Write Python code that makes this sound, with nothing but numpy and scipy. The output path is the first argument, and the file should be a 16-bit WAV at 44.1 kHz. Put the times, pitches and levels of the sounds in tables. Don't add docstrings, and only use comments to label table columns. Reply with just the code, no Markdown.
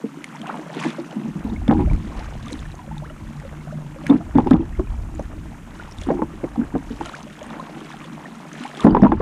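import sys
import numpy as np
from scipy import signal
from scipy.fft import rfft, irfft, next_fast_len
from scipy.io import wavfile
from scipy.ndimage import uniform_filter1d

SR = 44100
rng = np.random.default_rng(int(sys.argv[2]) if len(sys.argv) > 2 else 0)


def volts(x):
    e = np.asarray(x, float) / 20
    return 10 ** e


def generate_wav(sig):
    pcm = np.round(np.clip(np.atleast_2d(sig).T, -1, 1) * 32767).astype(np.int16)
    wavfile.write(sys.argv[1], SR, pcm)


N = 406161


def rms_one(x):
    return x / np.sqrt(np.mean(x ** 2) + 1e-20)


def drift(rate_hz):
    r = np.exp(-80 * np.pi * rate_hz / SR)
    slow = signal.lfilter([1], [1, -2 * r, r * r], rng.standard_normal(N // 40 + 2002))[2000:]
    return np.interp(np.arange(N) / 40, np.arange(len(slow)), rms_one(slow))


def ring(clicks, hz, t60_s):
    r, w = volts(-60 / (t60_s * SR)), 2 * np.pi * hz / SR
    return signal.lfilter([0, np.sin(w)], [1, -2 * r * np.cos(w), r * r], clicks + 1e-18)


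def add(out, s, sound):
    i = max(round(s * SR), 0)
    out[i:i + len(sound)] += sound[:N - i]


def coloured(x, spectrum):
    size = next_fast_len(N)
    hz, db = np.transpose(spectrum)
    bin_hz = np.arange(size // 2 + 1) * SR / size
    gain = volts(np.interp(np.log(bin_hz + 1), np.log(hz), db, -90, -90))
    return rms_one(irfft(rfft(x, size) * gain, size)[:N])


def patchy(spectrum, low_hz, count, shared_db, own_db, rate_hz):
    out, together, white = 0, drift(rate_hz), rng.standard_normal((2, N))
    for k, low in enumerate(low_hz * 2 ** (np.arange(count) / 2)):
        high = min(low * np.sqrt(2), .48 * SR)
        sos = signal.butter(2, [low, high], "band", fs=SR, output="sos")
        flicker_db = shared_db * together + own_db * drift(2 * rate_hz)
        out = out + signal.sosfilt(sos, white[k % 2]) * volts(flicker_db)
    return coloured(out, spectrum)


def grains(per_s, spread_db, low_hz, high_hz, cycles):
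    sizes = volts(spread_db * np.minimum(rng.exponential(1, N), 4)) * rng.choice([-1, 1], N)
    born = rng.random(N) < per_s * volts(5 * drift(8)) / SR
    dealt = rng.integers(0, 10, N)
    out = 0
    for k, hz in enumerate(np.geomspace(low_hz, high_hz, 10)):
        out = out + ring(sizes * born * (dealt == k), hz, cycles / hz)
    return out


def in_time(rows):
    s, *columns = np.transpose(rows)
    lasts = s[-1] > N / SR - .1
    return [np.interp(np.arange(N) / SR, s, c, -99, c[-1] if lasts else -99) for c in columns]


def swells(calm_db, rows):
    t, power = np.arange(0, N, 32) / SR, volts(2 * calm_db)
    for s, db, rise, fade in rows:
        power = power + volts(2 * (db - 12 * np.maximum((s - t) / rise, (t - s) / fade)))
    return np.interp(np.arange(N) / SR, t, 10 * np.log10(power))


# (time [s], peak level [dB], pitch [Hz], t60 [s])
THUMPS = [(1.693, -1.5, 216.6, 0.086), (1.719, -20, 300.5, 0.23), (1.791, -17.5, 349, 0.18),
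          (1.925, -20.5, 148, 0.2), (4.102, -4.5, 268, 0.14), (4.139, -21.5, 298.6, 0.23),
          (4.354, -10.5, 274.4, 0.23), (4.384, -8, 270, 0.094), (4.424, -18, 182, 0.1),
          (4.468, -10.5, 345, 0.066), (4.515, -3.5, 245.4, 0.12), (4.539, -4, 284, 0.08),
          (4.795, -15, 352, 0.095), (6.087, -11.5, 275, 0.063), (6.104, -18, 337, 0.17),
          (6.143, -22.5, 336, 0.2), (6.225, -12.5, 304, 0.073), (6.439, -13.5, 325, 0.071),
          (6.591, -17.5, 228, 0.16), (6.757, -4.5, 240, 0.048), (8.84, -15, 144.5, 0.16),
          (8.851, 1, 201, 0.096), (8.871, -5, 288, 0.094), (8.884, -6.5, 250, 0.051),
          (8.91, -14, 224.6, 0.17), (9.029, 4, 195, 0.045), (9.044, -4, 198, 0.085),
          (9.064, -16, 196, 0.025), (9.095, -8, 189, 0.054), (9.123, -7, 326, 0.071)]
# (time [s], peak level [dB], pitch [Hz])
LAPS = [(0.042, -24.5, 270), (0.764, -24.5, 377), (0.855, -16.5, 313), (0.992, -21, 324),
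        (1.164, -21.5, 207.5), (1.268, -26, 162.5), (1.356, -26, 168), (1.453, -20.5, 211.4),
        (1.519, -22.5, 209.5), (2.528, -24.5, 286), (4.599, -18, 311), (5.171, -35, 233), (5.194, -27, 285),
        (6.908, -25.5, 230), (7.007, -23, 316), (6.578, -19.5, 229.3), (6.742, -20, 243),
        (9.204, -16.5, 436)]
# (frequency [Hz], density [dB per Hz])
FROTH = [(240, -23), (400, 6.5), (588, -4), (980, -2), (1110, -10), (1480, -14.5), (4000, -49.5),
         (5200, -89.5), (8800, -120)]


def thumps():
    out, churn, t = np.zeros(N), np.zeros(N), np.arange(SR // 3) / SR
    lap_cycles = 37.3
    surges = THUMPS + [(s, db, hz, lap_cycles / hz) for s, db, hz in LAPS]
    for (s, db, hz, t60), (detune, phase) in zip(surges, rng.uniform(-0.78, 1, (len(surges), 2))):
        near_hz = hz * (.8 + 0.071 * detune if hz > 255 else 1.2 + 0.047 * detune)
        tone = np.sin(2 * np.pi * hz * (t + .12 * t ** 2 / t60))
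        tone += 0.58 * np.sin(2 * np.pi * near_hz * t + np.pi * phase)
        tone += 0.18 * np.sin(2 * np.pi * HULL_MODES[0][0] * t)
        rise = (1 - np.exp(-t / 0.0036)) ** 2
        add(out, s - .006, volts(db + 5.0) * tone * rise * volts(-60 * t / t60))
        add(churn, s - .006, volts(db - 60 * t / (1.21 * t60)) * rise)
    low_spectrum = [(110, -13.0), (160, -2.0), (330, 1.5), (400, -32.0), (700, -59)]
    low = coloured(rng.standard_normal(N), low_spectrum)
    froth = coloured(grains(900, 1.4, 490, 3600, 2.9), FROTH)
    return out + churn * (volts(-3.0) * low + volts(-14.5) * froth)


# (time [s], peak level [dB], pitch [Hz], housing rattle [dB])
KNOCKS = [(1.68, -20, 507, -33), (1.711, -9.5, 794, -38), (1.726, -16, 815, -52), (1.809, -28, 840, -50),
          (1.912, -29.5, 940, -52), (4.097, -21, 900, -53), (4.354, -23, 626, -44), (4.385, -9, 870, -35.5),
          (4.471, -19, 860, -38.5), (4.51, -17, 610, -34), (4.534, -28, 837, -34), (4.796, -23, 640, -51),
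          (5.195, -23, 573, -53), (6.089, -21, 790, -52), (6.104, -10, 490, -56), (6.22, -17.5, 494, -62),
          (6.44, -19, 523, -51), (6.559, -25, 790, -52), (6.753, -22.5, 744, -64), (7.01, -18, 844, -52),
          (8.846, -19, 790, -50), (8.868, -11, 860, -38), (8.949, -7.5, 910, -36), (8.968, -10.5, 990, -44),
          (9.02, -23, 930, -46), (9.035, -10.5, 686, -35.5), (9.048, -6, 630, -38), (9.067, -13, 960, -50),
          (9.12, -9.5, 846, -39.5), (9.205, -18.5, 500, -54)]
# (frequency [Hz], level [dB], t60 [s])
SHELL = [(563, -3, 0.023), (794.5, -7.5, 0.05), (948, -5.5, 0.022), (1177, -16.5, 0.017),
         (1545, -15, 0.022)]
# (frequency [Hz], level [dB], t60 [s])
HOUSING = [(2200, 3, .014), (2900, 3, .009), (3500, 4, .013), (5050, -14, .025), (6400, -20, .01)]


def knocks():
    out, t = np.zeros(N), np.arange(SR // 8) / SR
    froth = coloured(rng.standard_normal(N), FROTH)
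    for (s, db, hz, rattle_db), luck in zip(KNOCKS, rng.standard_normal((len(KNOCKS), 10))):
        sound = volts(db + 2.5 - 60 * t / 0.036) * np.sin(2 * np.pi * hz * t)
        sound += volts(db - 7.0 - 60 * t / 0.062) * np.resize(froth[round(s * SR):], len(t))
        for (mode_hz, mode_db, t60), u in zip(SHELL, luck):
            level = volts(db + mode_db + 3.5 * u - 60 * t / t60)
            sound += level * np.sin(2 * np.pi * mode_hz * (1 + 0.046 * u) * t)
        for (mode_hz, mode_db, t60), u in zip(HOUSING, luck[5:]):
            level = volts(rattle_db + mode_db + 3 + 3.5 * u - 60 * t / t60)
            sound += level * np.sin(2 * np.pi * mode_hz * t)
        add(out, s - .0005, sound * (1 - np.exp(-t / 0.0004)) ** 2)
    return out


# (time [s], peak level [dB],
# pitch [Hz], t60 [s])
GURGLES = [(0.172, -26.5, 292, 0.12), (0.591, -25.5, 317, 0.14), (4.2, -28, 149, 0.19),
           (4.36, -19, 152, 0.25), (6.338, -25.5, 320, 0.082), (7.816, -26, 322, 0.077),
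           (8.606, -25, 245, 0.22), (8.776, -25, 330, 0.056), (0.043, -13, 235, 0.036),
           (1.697, -26, 1290, 0.052), (1.746, -21.5, 815, 0.089), (1.792, -20, 818, 0.09),
           (1.82, -21.5, 820, 0.043), (1.875, -22, 610, 0.047), (4.066, -16.5, 1680, 0.024),
           (4.094, -13, 302, 0.037), (4.108, -18.5, 1070, 0.037), (4.125, -22, 870, 0.041),
           (4.205, -28.5, 690, .08), (4.324, -35, 1180, 0.027), (4.404, -17, 820, 0.039),
           (4.46, -24, 810, 0.036), (4.513, -4, 1280, 0.014), (4.545, -21, 804, 0.066),
           (4.566, -22, 330, .05), (4.607, -27, 910, 0.023), (6.071, -15.5, 297, 0.063),
           (6.09, -15, 805, 0.061), (6.107, -29, 1880, .03), (6.114, -12.5, 657, 0.061),
           (6.14, -22, 800, .04), (6.168, -30, 805, 0.045), (6.191, -24, 843, 0.075),
           (6.193, -17.5, 336, 0.11), (6.235, -27, 1000, 0.026), (6.44, -28, 2160, 0.019),
           (8.843, -17, 590, 0.033), (8.866, -21, 640, .03), (8.884, -21, 905, 0.05),
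           (8.908, -22, 850, 0.055), (8.907, -8.5, 326, 0.081), (8.947, -8, 371, 0.057),
           (8.97, -6, 397, 0.031), (8.995, -21.5, 790, 0.081), (8.998, -13, 330, 0.057),
           (9.037, -15, 420, 0.027), (9.056, -10.5, 964, 0.045), (9.092, -23, 843, 0.065),
           (9.133, -22.5, 874, 0.063), (9.172, -34, 900, 0.055)]


def gurgles():
    out, t = np.zeros(N), np.arange(SR // 6) / SR
    partner_ratio, partner_db, rise_s = 1.17, -5.5, 0.0019
    for s, db, hz, t60 in GURGLES:
        tone = np.sin(2 * np.pi * hz * t)
        tone += volts(partner_db) * np.sin(2 * np.pi * partner_ratio * hz * t)
        add(out, s - .001, volts(db - 60 * t / t60) * tone * (1 - np.exp(-t / rise_s)))
    return out


# (frequency [Hz], width [Hz], level [dB])
HULL_MODES = [(160.6, 33, 2.5), (222, 30, 3.5), (270, 170, 1), (306.8, 32, -1.5)]
# (time [s], hum level [dB], fade [s])
PULLS = [(0.84, -36, 0.47), (1.23, -26.5, 0.19), (1.76, -18.5, 0.2), (1.93, -28, 0.059), (4.15, -22, 0.093),
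         (4.45, -34, 0.19), (6.16, -53, .12), (7.45, -40.5, 0.9), (0.4, -34, 0.37), (2.9, -40.5, .5),
         (8.93, -20.5, 0.32)]


def hull_hum():
    glide_db, rise_s = -41, 0.087
    level_db = swells(glide_db, [(s, db, rise_s, fade) for s, db, fade in PULLS])
    modes = 0
    for hz, width_hz, db in HULL_MODES:
        tone = rms_one(ring(rng.standard_normal(N), hz, 2.33 / width_hz))
        modes = modes + volts(db + 3.2 * drift(8.6)) * tone
    steep = signal.butter(6, [125, 380], "band", fs=SR, output="sos")
    return volts(level_db + 1.5 * drift(4.1)) * rms_one(signal.sosfilt(steep, modes))


# (time [s], wash level [dB], spray level [dB], fade [s])
SPLASHES = [(0.24, -42.5, -56.5, 0.11), (0.36, -42, -53.5, 0.07), (0.495, -31, -57, 0.064),
            (0.565, -40.5, -54, 0.29), (0.838, -32, -42, 0.13), (1.12, -44.5, -57.5, 0.97),
            (1.69, -39, -56, 0.027), (1.81, -45, -58.5, 0.26), (2.2, -38.5, -51, 0.24),
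            (2.532, -39, -47.5, 0.14), (2.95, -49, -66, 0.11), (3.45, -47, -59, 0.35),
            (4.097, -34.5, -47.5, 0.074), (4.38, -56, -59, 0.2), (4.52, -37, -58, 0.043),
            (5.18, -73, -60, 0.25), (5.81, -43, -54, 0.17), (6.031, -58, -47, 0.071),
            (6.09, -37, -84, 0.054), (6.52, -46, -61.5, 0.4), (7.06, -40, -48, 0.23),
            (7.51, -36.5, -56, 0.14), (7.88, -41, -52.5, 1), (8.632, -39, -48, 0.22),
            (8.825, -31, -42.5, 0.071), (9.05, -28, -61, 0.008), (9.2, -42, -76, 0.095)]


def splash_levels():
    calm_wash_db, calm_spray_db, rise_share = -45, -61.5, 0.91
    wash_db = swells(calm_wash_db, [(s, db, rise_share * fade, fade) for s, db, _, fade in SPLASHES])
    spray_db = swells(calm_spray_db, [(s, db, rise_share * fade, fade) for s, _, db, fade in SPLASHES])
    return wash_db, spray_db


# (frequency [Hz], density [dB per Hz])
WASH = [(220, -25), (380, -1), (460, -2), (519, -4.5), (942, -3), (1400, -6), (3000, -15.5), (3900, -27.5),
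        (6600, -120)]


def wash(level_db):
    noise = patchy(WASH, 365.0, count=7, shared_db=0.0, own_db=1.0, rate_hz=8.7)
    bubbles = coloured(grains(250, 3.5, 600, 3200, 10), WASH)
    return volts(level_db - 3.5) * rms_one(noise + 1.25 * bubbles)


# (frequency [Hz], density [dB per Hz])
SPRAY = [(1290, 7.5), (2200, 4), (2400, 4.5), (3990, -0.5), (4640, -4), (6510, -4), (10500, -14),
         (15000, -33)]


def spray(level_db):
    noise = patchy(SPRAY, 1900, count=6, shared_db=1.5, own_db=4.5, rate_hz=38)
    per_s = 500 * volts(.7 * (level_db + 50))
    bubbles = coloured(grains(per_s, 4.0, 1800, 10500, 12), SPRAY)
    return volts(level_db + 3.0) * rms_one(noise + bubbles)


def chirps(level_db):
    out, t = np.zeros(N), np.arange(SR // 25) / SR
    gap_s, centre_hz, spread_octaves, cycles, rise_share = .006, 1350, .55, 11, .35
    gap, size, tone, rise = rng.standard_normal((1500, 4)).T
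    times = np.cumsum(gap_s * np.exp(.8 * gap))
    for s, db, octaves, climb in zip(times, 3.2 * size, spread_octaves * tone, rise_share * abs(rise)):
        if s < N / SR:
            hz = centre_hz * 2 ** octaves
            life = cycles / hz
            sound = np.sin(2 * np.pi * hz * (t + climb * t ** 2 / life)) * (1 - np.exp(-t / 0.0016))
            add(out, s, volts(level_db[int(s * SR)] + db - 3 * octaves - 30 * t / life) * sound)
    return out


# (start [s], end [s], level [dB])
TRICKLES = [
    (0.4, 1.0, -34),
    (2.047, 3.6, -36.5),
    (5.005, 6.05, -57),
    (6.896, 8.8, -33),
]


def drips():
    gap_s, centre_hz, spread_octaves, spread_db = .16, 800, 0.53, 2.5
    rows = []
    for start, end, db in TRICKLES:
        gap, size, tone = rng.standard_normal((40, 3)).T
        times = start + np.cumsum(gap_s * np.exp(.5 * gap))
        pitches = centre_hz * 2 ** (spread_octaves * tone)
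        rows += [row for row in zip(times, db + spread_db * size, pitches) if row[0] < end]
    return rows


# (time [s], peak level [dB], pitch [Hz])
DROPS = [(0.04, -20.5, 449), (0.35, -27, 910), (0.478, -25, 740), (0.76, -26, 460), (0.984, -23, 563),
         (1.563, -24, 2180), (2.12, -29, 1050), (2.209, -26, 864), (2.467, -25.5, 1180), (2.511, -30, 504),
         (2.655, -28.5, 1774), (2.792, -25.5, 984), (2.915, -24.5, 880), (2.969, -29, 850),
         (3.023, -30, 605), (3.451, -26.5, 540), (3.726, -25.5, 610), (3.962, -29, 537),
         (4.042, -27.5, 584), (4.068, -29, 1740), (5.799, -21.5, 1430), (7.06, -24, 1360),
         (6.906, -26.5, 438), (7.416, -26, 604), (7.598, -19, 1044), (8.257, -23, 1830),
         (8.652, -23.5, 830), (8.798, -19.5, 1200), (8.841, -20, 524)]
# (time [s], peak level
# [dB], pitch [Hz])
MORE_DROPS = [(2.8, -34, 740), (3.105, -32, 620), (4.9, -38, 980), (3.435, -34, 536), (2.878, -34, 560),
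              (2.2, -32, 740), (3.1, -35, 1900), (3.61, -33, 2140), (4.1, -16, 3560), (3.1, -30, 1350),
              (8.909, -31, 4700), (8.909, -30, 3000), (4.6076, -38, 2600), (4.616, -38, 3200),
              (4.7259, -38, 1850), (4.7523, -31.5, 2100), (3.1, -33, 2900), (4.874, -34, 2450),
              (4.9518, -40, 2300), (1.9, -24, 2300), (1.5, -33, 3700)]
# (time [s], level [dB], start pitch [Hz], rise share)
GLIDES = [
    (2.798, -55, 900, 0.33),
    (3.017, -37.5, 686, 2.5),
    (3.699, -40, 1090, 0.83),
    (7.133, -29, 1220, 0.76),
    (7.4, -39, 370, 1.6),
    (5.6, -52, 1250, 0.35),
]


def drops():
    out, t = np.zeros(N), np.arange(SR // 8) / SR
    for s, db, hz in DROPS + MORE_DROPS + drips():
        t60 = 0.0092 + 30 / hz
        turns = 0.99 * hz * (t + 0.04 * t ** 2 / t60)
        add(out, s - .002, volts(db + 2 - 60 * t / t60) * np.sin(2 * np.pi * turns) * (1 - np.exp(-t / 0.0026)))
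    for s, db, hz, rise in GLIDES:
        life = 0.0073 + 0.019 * rise
        tone = np.sin(2 * np.pi * hz * (t + rise * t ** 3 / 3 / life ** 2))
        add(out, s, volts(db) * tone * np.sin(np.pi * np.minimum(t / life, 1)))
    return out


# (time [s], peak level [dB], pitch [Hz])
TICKS = [(0.242, -40, 6740), (0.243, -17, 2150), (0.4167, -26, 3170), (0.8, -23, 2400),
         (0.905, -25.5, 3480), (1.6799, -28, 3200), (2.4825, -26, 3600), (2.53, -21.5, 4000),
         (2.981, -29.5, 3680), (4.0675, -18.5, 2280), (4.08, -36, 6470), (4.379, -33, 3480),
         (4.5096, -22, 3540), (4.503, -39, 3820), (5.9125, -33, 5660), (5.9227, -30.5, 5500),
         (5.9855, -27.5, 3660), (6.036, -27.5, 3440), (7.059, -24.5, 3080), (7.23, -32.5, 6160),
         (7.3922, -32, 3230), (7.43, -37, 3330), (8.531, -29.5, 6200), (8.75, -29, 3500),
         (8.7723, -25, 3300), (8.8067, -19, 3580), (0.471, -26, 2790), (0.7477, -30.5, 3440),
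         (0.8859, -29, 3590), (1.1109, -30.5, 3000), (9.021, -36.5, 5500), (1.807, -32, 2530),
         (1.934, -28, 2070), (1.963, -34, 2300), (2.1927, -34.5, 4050), (2.4284, -33, 3620),
         (2.4588, -34, 6240), (2.5925, -31, 3550), (2.7177, -34.5, 3960), (2.7536, -35.5, 6400),
         (5.1512, -35, 7160), (5.195, -37, 6000), (5.225, -40.5, 6500), (7.0584, -28, 6570),
         (7.093, -29.5, 3900), (7.13, -38, 7000), (7.152, -26, 2300), (7.43, -33.5, 6650),
         (7.4659, -38, 8650), (7.5033, -33, 3640), (7.6, -34, 3960), (7.8052, -33, 3170),
         (7.9249, -32, 3610), (3.4, -33, 1900), (8.0436, -34, 3400), (8.638, -24.5, 2840),
         (8.6787, -30, 3150), (8.7919, -32, 3240), (4.5662, -40, 2500)]


def ticks():
    out, t = np.zeros(N), np.arange(400) / SR
    bright = signal.butter(2, [1500, 9000], "band", fs=SR, output="sos")
    for (s, db, hz), snap in zip(TICKS, rng.standard_normal((len(TICKS), 400))):
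        sound = 0.84 * np.sin(2 * np.pi * hz * t) + 0.43 * signal.sosfilt(bright, snap)
        add(out, s - .0005, volts(db - 60 * t / 0.011) * sound * (1 - np.exp(-t / 0.0001)))
    return out


# (time [s], peak level [dB])
SPECKS = [(0.2426, -46), (0.7706, -44), (0.9033, -46), (1.4426, -37), (4.0672, -35), (4.5096, -34),
          (7.0633, -43), (7.1137, -48), (7.231, -54), (7.4285, -45), (8.847, -44)]


def specks():
    out, t = np.zeros(N), np.arange(300) / SR
    bright = signal.butter(2, 3600, "high", fs=SR, output="sos")
    for (s, db), snap in zip(SPECKS, rng.standard_normal((len(SPECKS), 300))):
        add(out, s - .0005, volts(db - 60 * t / .012) * signal.sosfilt(bright, snap))
    return signal.lfilter([.4], [1, -.6], out)


# (time [s], level [dB], fade [s])
PUFFS = [
    (2.39, -37, 0.073),
    (2.68, -36, 0.081),
    (2.98, -30, 0.099),
    (3.38, -33, 0.096),
    (3.58, -37.5, 0.17),
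    (3.76, -28.5, 0.17),
]


def cockpit_note():
    calm_db, rise_s = -49.5, 0.14
    level_db = swells(calm_db, [(s, db, rise_s, fade) for s, db, fade in PUFFS])
    note = rms_one(ring(ring(rng.standard_normal(N), 151, 0.25), 149.4, 0.25))
    return volts(level_db) * note / np.sqrt(uniform_filter1d(note ** 2, size=4000) + .1)


# (frequency [Hz], density [dB per Hz])
GUST = [(12, -38), (20, -4), (43, 4.5), (118, -5), (150, -19.5), (200, -17), (330, -120)]


def gust(level_db):
    return volts(level_db) * patchy(GUST, 17.73, count=7, shared_db=1.5, own_db=1.8, rate_hz=8)


# (frequency [Hz], density [dB per Hz])
HISS = [(880, -43), (1500, 0), (2160, -9.5), (4540, -16), (6550, -9), (9090, -12.5), (11700, -18),
        (13400, -19), (15330, -28)]


def hiss(hull):
    keep = np.exp(-1 / (.11 * SR))
    power = signal.lfilter([1 - keep], [1, -keep], hull ** 2)
    held_db = np.maximum(10 * np.log10(power + 1e-9) + 16.0, 0)
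    return volts(-59 - 2.6 * held_db) * coloured(rng.standard_normal(N), HISS)


# (time [s], level [dB])
GUSTS = [(0.0, -67), (1.17, -65.5), (1.36, -42.5), (1.46, -33.5), (1.87, -15.5), (2.08, -32), (4.01, -42.5),
         (4.1, -38), (4.31, -33), (4.39, -23.5), (5.89, -39), (6.14, -29), (6.29, -37.5), (7.05, -38.5),
         (7.11, -48), (8.78, -65.5), (8.92, -23.5), (9.21, -28.5)]


def scene():
    gust_db, = in_time(GUSTS)
    wash_db, spray_db = splash_levels()
    hull = thumps() + knocks() + gurgles() + hull_hum() + cockpit_note()
    water = wash(wash_db) + spray(spray_db) + drops() + ticks()
    churn_db = 10 * np.log10(uniform_filter1d(hull ** 2, size=1500) + 1e-9)
    water += chirps(np.maximum(1.4 * wash_db + 24, churn_db - 14))
    membrane = signal.cheby2(6, 13, 11500, fs=SR, output="sos")
    outside = signal.sosfilt(membrane, hull + water)
    bass_cut = signal.cheby2(8, 44, 106, "high", fs=SR, output="sos")
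    windy = np.clip((gust_db + 49.5) / 6.6, 0, 1)
    heard = windy * outside + (1 - windy) * signal.sosfilt(bass_cut, outside)
    return (gust(gust_db) + heard + hiss(hull) + specks())[None]


def roll_off(x):
    return signal.sosfilt(signal.butter(12, 15400, fs=SR, output="sos"), x)


def record(dry):
    rounded = dry / (1 + np.abs(dry / .95) ** 4) ** .25
    top_cut = signal.cheby2(12, 50, 15700, fs=SR, output="sos")
    return roll_off(signal.sosfilt(top_cut, rounded))


dry = scene()
out = record(dry)
generate_wav(out)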